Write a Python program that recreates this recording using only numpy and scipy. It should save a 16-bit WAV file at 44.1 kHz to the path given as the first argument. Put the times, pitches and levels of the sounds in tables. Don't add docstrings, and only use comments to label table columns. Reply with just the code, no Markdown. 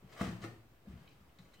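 import sys
import numpy as np
from scipy import signal
from scipy.fft import rfft, irfft
from scipy.io import wavfile
from scipy.ndimage import uniform_filter1d

SR = 44100
rng = np.random.default_rng(int(sys.argv[2]) if len(sys.argv) > 2 else 0)


def volts_from_db(level):
    exponent = np.asarray(level, float) / 20
    return 10 ** exponent


def file_out(sig):
    cols = np.atleast_2d(sig).T
    lim = np.clip(cols, -1, 1)
    pcm = np.round(lim * 32767).astype(np.int16)
    wavfile.write(sys.argv[1], SR, pcm)


N = 70560


def evened(x):
    return x / np.sqrt(np.mean(x ** 2) + 1e-20)


def read(points, hz):
    table_hz, value = np.transpose(points)
    return np.interp(np.log(hz + 1), np.log(table_hz + 1), value)


def add(mix, start_s, sound):
    part = mix[round(start_s * SR):][:len(sound)]
    part += sound[:len(part)]


def colour(x, points):
    gain = volts_from_db(read(points, np.fft.rfftfreq(len(x), 1 / SR)))
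    return evened(irfft(rfft(x) * gain, len(x)))


def ring(modes, spot_hz, octaves, rise_s, turns):
    t = np.arange(SR // 2) / SR
    hz, db, t60 = np.transpose(modes)[:, :, None]
    near = np.exp(-.5 * (np.log2(hz / spot_hz) / max(octaves, .05)) ** 2)
    swing = np.sin(2 * np.pi * (hz * t + turns[:len(modes)]))
    fading = near * volts_from_db(db - 60 * t / t60)
    return np.minimum(t / rise_s, 1) * (fading * swing).sum(0)


def knocks(events, modes, grit_db):
    out = np.zeros(N)
    grit = rng.standard_normal((len(events), 4096))
    turns = rng.random((len(events), 16))
    t, hz = np.arange(4096) / SR, np.fft.rfftfreq(4096, 1 / SR) + 1
    for (start_s, db, spot_hz, octaves, length_s), noise, turn in zip(events, grit, turns):
        grit_octaves = 1.4 * octaves
        band = np.exp(-.5 * (np.log2(hz / spot_hz) / grit_octaves) ** 2)
        swell = np.e * t / length_s * np.exp(-t / length_s)
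        add(out, start_s, volts_from_db(db + grit_db) * evened(irfft(rfft(noise) * band)) * swell)
        add(out, start_s, volts_from_db(db) * ring(modes, spot_hz, octaves, length_s, turn[:, None]))
    return out


# time_s, effort_db
EFFORT = [(0, -74.5), (.07, -73), (0.124, -62.5), (.175, -61.5), (0.21, -47.5), (.26, -56), (.33, -63),
          (.39, -71.5), (0.418, -58.5), (0.442, -52), (0.468, -71), (.6, -78.5), (.83, -80.5), (.89, -70),
          (1.07, -72), (1.11, -77.5), (1.2, -78), (1.6, -73.5)]
# pitch_hz, level_db (per Hz)
TEAR = [(250, -11.5), (480, -5.5), (1100, -9), (2200, -11.5), (3500, -16), (6000, -22.5), (11000, -25.5),
        (15500, -25.5)]
# pitch_hz, level_db (per Hz)
RUB = [(250, -7), (420, -8.5), (1100, -14.5), (2200, -15), (4500, -25.5), (8000, -36.5), (15500, -19)]


def foam():
    soft_db, hard_db, gain_db = -94, -56, 4
    cells_per_s, spread_db, puff_s = 5000, 5.5, 0.0021
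    effort_db = np.interp(np.arange(N) / SR, *np.transpose(EFFORT))
    size = volts_from_db(spread_db * np.minimum(rng.exponential(1, N), 4))
    cells = size * (rng.random(N) < cells_per_s / SR)
    puff = np.exp(-np.arange(400) / SR / puff_s)
    power = abs(signal.oaconvolve(cells ** 2, puff ** 2)[:N])
    crackle = rng.standard_normal(N) * np.sqrt(power)
    hard = np.clip((effort_db - soft_db) / (hard_db - soft_db), 0, 1)
    mixed = hard * colour(crackle, TEAR) + (1 - hard) * colour(crackle, RUB)
    return volts_from_db(effort_db + gain_db) * mixed


# start_s, level_db, spot_hz, spread_octaves, length_s
SNAPS = [(.122, -63, 2500, 0.82, 0.0055), (.161, -61.5, 1100, 0.7, 0.0041), (.174, -64, 3000, 1.2, 0.0028),
         (.192, -52, 1200, 0.45, 0.0032), (.2095, -45.5, 1094, 0.71, 0.0018),
         (.211, -53, 9000, 0.62, 0.0047), (.226, -65, 7000, .9, 0.0038), (.244, -54.5, 2500, .9, 0.0023),
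         (.264, -58.5, 2200, 0.88, 0.0043), (.28, -58, 2520, .9, 0.0052), (.24, -53, 1810, 0.47, 0.014),
         (.415, -61.5, 4400, 0.38, 0.0068), (.422, -62, 1760, 0.41, 0.0049), (.433, -55, 1257, 0.07, 0.005),
         (.435, -55, 1810, 0.058, 0.0036), (.436, -60.5, 2150, 0.072, 0.0059),
         (.438, -64, 8400, 0.63, 0.0043), (.855, -68, 570, 0.16, 0.004)]
# pitch_hz, level_db, t60_s (time to fade by 60 dB)
HOLLOW = [(570, -11, 0.03), (690, 12, 0.048), (858, 6, 0.042), (1111, 7, 0.027), (1195, 7, 0.042),
          (1253, 1, 0.037), (1474, 3.5, 0.038), (1777, 8, 0.037), (1930, 9, 0.028), (2076, -1, .04),
          (2154, -3.5, 0.032), (2240, -5, 0.035), (2820, 17, 0.0072), (8400, 13.5, 0.012)]


def foam_snaps():
    return knocks(SNAPS, HOLLOW, grit_db=-3)


# pitch_hz, level_db, t60_s
BENCH = [(58, -6.5, 0.17), (75, 0, 0.32), (116, -1.5, 0.34), (143.4, 4, 0.19), (177.87, 1, 0.19),
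         (196.6, 2.5, 0.088), (233.7, 0, 0.16), (326.8, 4, 0.078), (399.5, 1, 0.18), (439, 2, 0.13),
         (483.6, -6, 0.28), (562, 5, 0.081)]
# start_s, level_db, spot_hz, spread_octaves
PUSHES = [(0.025, -57.5, 193, 0.6), (.044, -66, 90, 0.57), (0.127, -64.5, 145, 0.24),
          (.210, -28, 199.3, 0.075), (.212, -40.5, 125, 1.2), (0.228, -38.5, 330, 0.17),
          (.244, -35, 175, 0.06), (0.273, -46, 330, 0.12), (.288, -44, 190, 0.19), (.323, -45, 339, .08),
          (0.348, -59.5, 298, 0.27), (0.387, -50.5, 235, 0.1), (0.264, -39, 236, 0.1),
          (0.275, -44.5, 108, 0.43), (0.323, -39.5, 173.7, 0.064), (0.342, -46.5, 116, 0.12),
          (0.376, -50.5, 180, 0.096), (.402, -45.5, 195, .15), (0.432, -43, 116, 0.2),
          (0.447, -51, 234, .1), (0.443, -40, 328, 0.1), (0.482, -53, 116, 0.21), (0.511, -60, 393, 0.26),
          (.515, -55, 240, .08), (0.557, -57, 337, 0.12), (0.579, -54.5, 110.5, 0.15),
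          (0.699, -67.5, 123, 0.3), (.857, -65, 537, 0.18), (0.872, -44.5, 199, 0.045),
          (0.877, -49, 236, 0.05), (0.887, -49.5, 74.6, 0.23), (0.894, -51.5, 176, 0.05),
          (0.901, -57.5, 323, 0.24), (0.929, -52.5, 70.6, 0.34), (0.927, -54.5, 159, 0.44),
          (.942, -56.5, 111, .12), (.955, -53, 178, 0.12), (.975, -56.5, 236, .07), (.99, -57.5, 142, 0.21),
          (1.015, -57.5, 168, 0.15), (0.939, -62, 244, 0.25), (1.121, -62.5, 141, 0.21),
          (1.171, -58.5, 59, 0.37), (1.208, -65.5, 160, 0.33), (1.235, -64, 62, 0.22),
          (1.39, -51.5, 173.5, 0.069), (1.39, -57.5, 119, 0.29), (1.445, -59, 170.8, 0.1)]
# start_s, change_db
MUTES = [
    (.226, -10),
    (.385, -1.5),
    (.468, -1.5),
    (.545, -8),
    (.65, 4.5),
    (.76, -14),
    (.91, -4),
    (.975, -6),
    (1.425, -5.5),
]


def bench():
    tear_free_s = .211
    wander_turns, wander_ms = .08, 50
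    out, t = np.zeros(N), np.arange(N + SR) / SR
    steps = rng.standard_normal((len(BENCH), 3000))
    slow = evened(uniform_filter1d(uniform_filter1d(steps, wander_ms, 1), wander_ms, 1))
    wander = wander_turns * np.array([np.interp(t * 1000, np.arange(3000), row) for row in slow])
    wander -= wander[:, [round(tear_free_s * SR)]]
    mute_db = sum(db * np.clip((t - start_s) / 0.021, 0, 1) for start_s, db in MUTES)
    mode_hz = np.transpose(BENCH)[0][:, None]
    for start_s, db, spot_hz, octaves in PUSHES:
        first = round(start_s * SR)
        span = slice(first, first + SR // 2)
        turns = mode_hz * (t[first] - tear_free_s) + wander[:, span]
        boom = ring(BENCH, spot_hz, octaves, 0.0045, turns)
        add(out, start_s, volts_from_db(db + mute_db[span] - mute_db[first]) * boom)
    return out


# start_s, level_db, spot_hz, spread_octaves, length_s
TICKS = [(1.076, -60.5, 2770, 0.18, 0.0016), (1.076, -69, 4220, 0.13, 0.0015),
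         (1.088, -72, 5500, 0.7, .003), (1.092, -70.5, 2520, .1, 0.0078), (1.1, -76, 3500, 0.44, 0.017),
         (1.29, -73.5, 2570, 0.25, .003), (1.386, -64.5, 3770, 0.12, 0.0017),
         (1.393, -66.5, 3840, 0.074, .002), (1.4, -77, 4040, .08, 0.0015), (1.388, -65, 1700, 0.58, 0.0024),
         (1.387, -67.5, 5500, 0.63, 0.0015), (1.392, -77, 3450, .8, 0.021), (1.447, -78, 6700, .1, .003),
         (1.453, -70, 2150, 0.24, 0.0027), (1.534, -64, 3920, 0.072, 0.0008),
         (1.54, -69.5, 3950, 0.073, .001), (1.536, -68, 6740, 0.94, 0.0064), (1.535, -72, 1600, 0.7, .001),
         (1.541, -66.5, 2000, 0.49, 0.0019), (1.548, -67.5, 2880, 0.071, 0.0048),
         (1.568, -75.5, 3020, .05, 0.0072), (1.583, -76, 2960, .05, .006)]
# pitch_hz, level_db, t60_s
KNIFE = [(940, -9.5, .03), (1327, -8, 0.027), (2004, 0, 0.062), (2150, -1, 0.033), (2520, -2, 0.057),
         (3020, -0.5, 0.035), (3620, 0.5, 0.022), (3980, -1.5, 0.051), (4110, -5, 0.05), (4370, -8, 0.017),
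         (4910, -7, 0.032), (6800, -2, 0.023), (8200, -14, 0.021)]


def knife_ticks():
    return knocks(TICKS, KNIFE, grit_db=-1.5)


# pitch_hz, likeness (0 to 1, no unit)
SAME = [(60, 0.92), (250, 0.91), (600, 0.51), (2000, 0.045), (8000, 0.0068)]


def alike(pair):
    left, right = rfft(pair)
    same = np.clip(read(SAME, np.fft.rfftfreq(pair.shape[1], 1 / SR)), 0, 1)
    return irfft(np.array([left, same * left + np.sqrt(1 - same ** 2) * right]), pair.shape[1])


# pitch_hz, t60_s
ROOM = [(100, 0.82), (500, 0.42), (2000, 0.45), (8000, 0.39)]


def room(x):
    early_db, early_t60_s = 4, 0.051
    taps = np.zeros((2, SR))
    at = np.arange(40, SR - 20, 20) + rng.integers(0, 20, (2, (SR - 41) // 20))
    np.put_along_axis(taps, at, rng.choice([-1., 1.], at.shape), 1)
    hz, t, z = signal.stft(alike(taps), SR, nperseg=512)
    late = volts_from_db(-60 * t / read(ROOM, hz)[:, None])
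    early = volts_from_db(early_db - 60 * t / early_t60_s)
    tail = signal.istft(z * (late + early), SR, nperseg=512)[1]
    spectrum = rfft(tail)
    broad = np.sqrt(uniform_filter1d(abs(spectrum) ** 2, size=120, axis=1))
    tail = irfft(spectrum / broad, tail.shape[1])
    tail = np.roll(tail, 256, axis=1) / np.linalg.norm(tail[0])
    return signal.fftconvolve(x[None], tail, axes=1)[:, 256:N + 256]


# pitch_hz, level_db
HUSH = [(58, -3), (200, -11.5), (330, -11), (420, -15), (1000, -18), (3000, -27.5), (7000, -35),
        (15500, -22.5)]


def hush():
    level_db, patch_db = -65, 1.36
    z = signal.stft(alike(rng.standard_normal((2, N + 2048))), nperseg=1024, noverlap=768)[2]
    drift = uniform_filter1d(rng.standard_normal(z.shape[1:]), 10, 0)
    patches = evened(uniform_filter1d(drift, 12, 1))
    air = signal.istft(z * volts_from_db(patch_db * patches), nperseg=1024, noverlap=768)[1][:, :N]
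    return volts_from_db(level_db) * np.array([colour(side, HUSH) for side in air])


def scene():
    low, torn, snaps, knife = bench(), foam(), foam_snaps(), knife_ticks()
    wet = volts_from_db(-8.5) * low + volts_from_db(0.5) * (torn + snaps) + knife
    near = low + knife + snaps + volts_from_db(-6.5) * torn + room(wet)
    left_db = 1
    return near * volts_from_db(np.array([[left_db], [-left_db]])) + hush()


# pitch_hz, level_db
MIC = [(22, -25), (52, 3), (6000, 0), (8500, 0), (9300, -5.5), (10500, -8.5), (12000, -5.5), (14500, -8)]


def microphone(dry):
    heard = irfft(rfft(dry) * volts_from_db(read(MIC, np.fft.rfftfreq(N, 1 / SR))), N)
    whine_hz, whine_db, offset = 11200, -108.5, -0.00036
    whine = volts_from_db(whine_db) * np.sin(2 * np.pi * whine_hz * np.arange(N) / SR)
    return heard + whine + offset


def roll_off(x):
    return signal.sosfilt(signal.butter(12, 15890, fs=SR, output="sos"), x)


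def record(dry):
    mix = microphone(dry)
    return roll_off(mix)


dry = scene()
out = record(dry)
file_out(out)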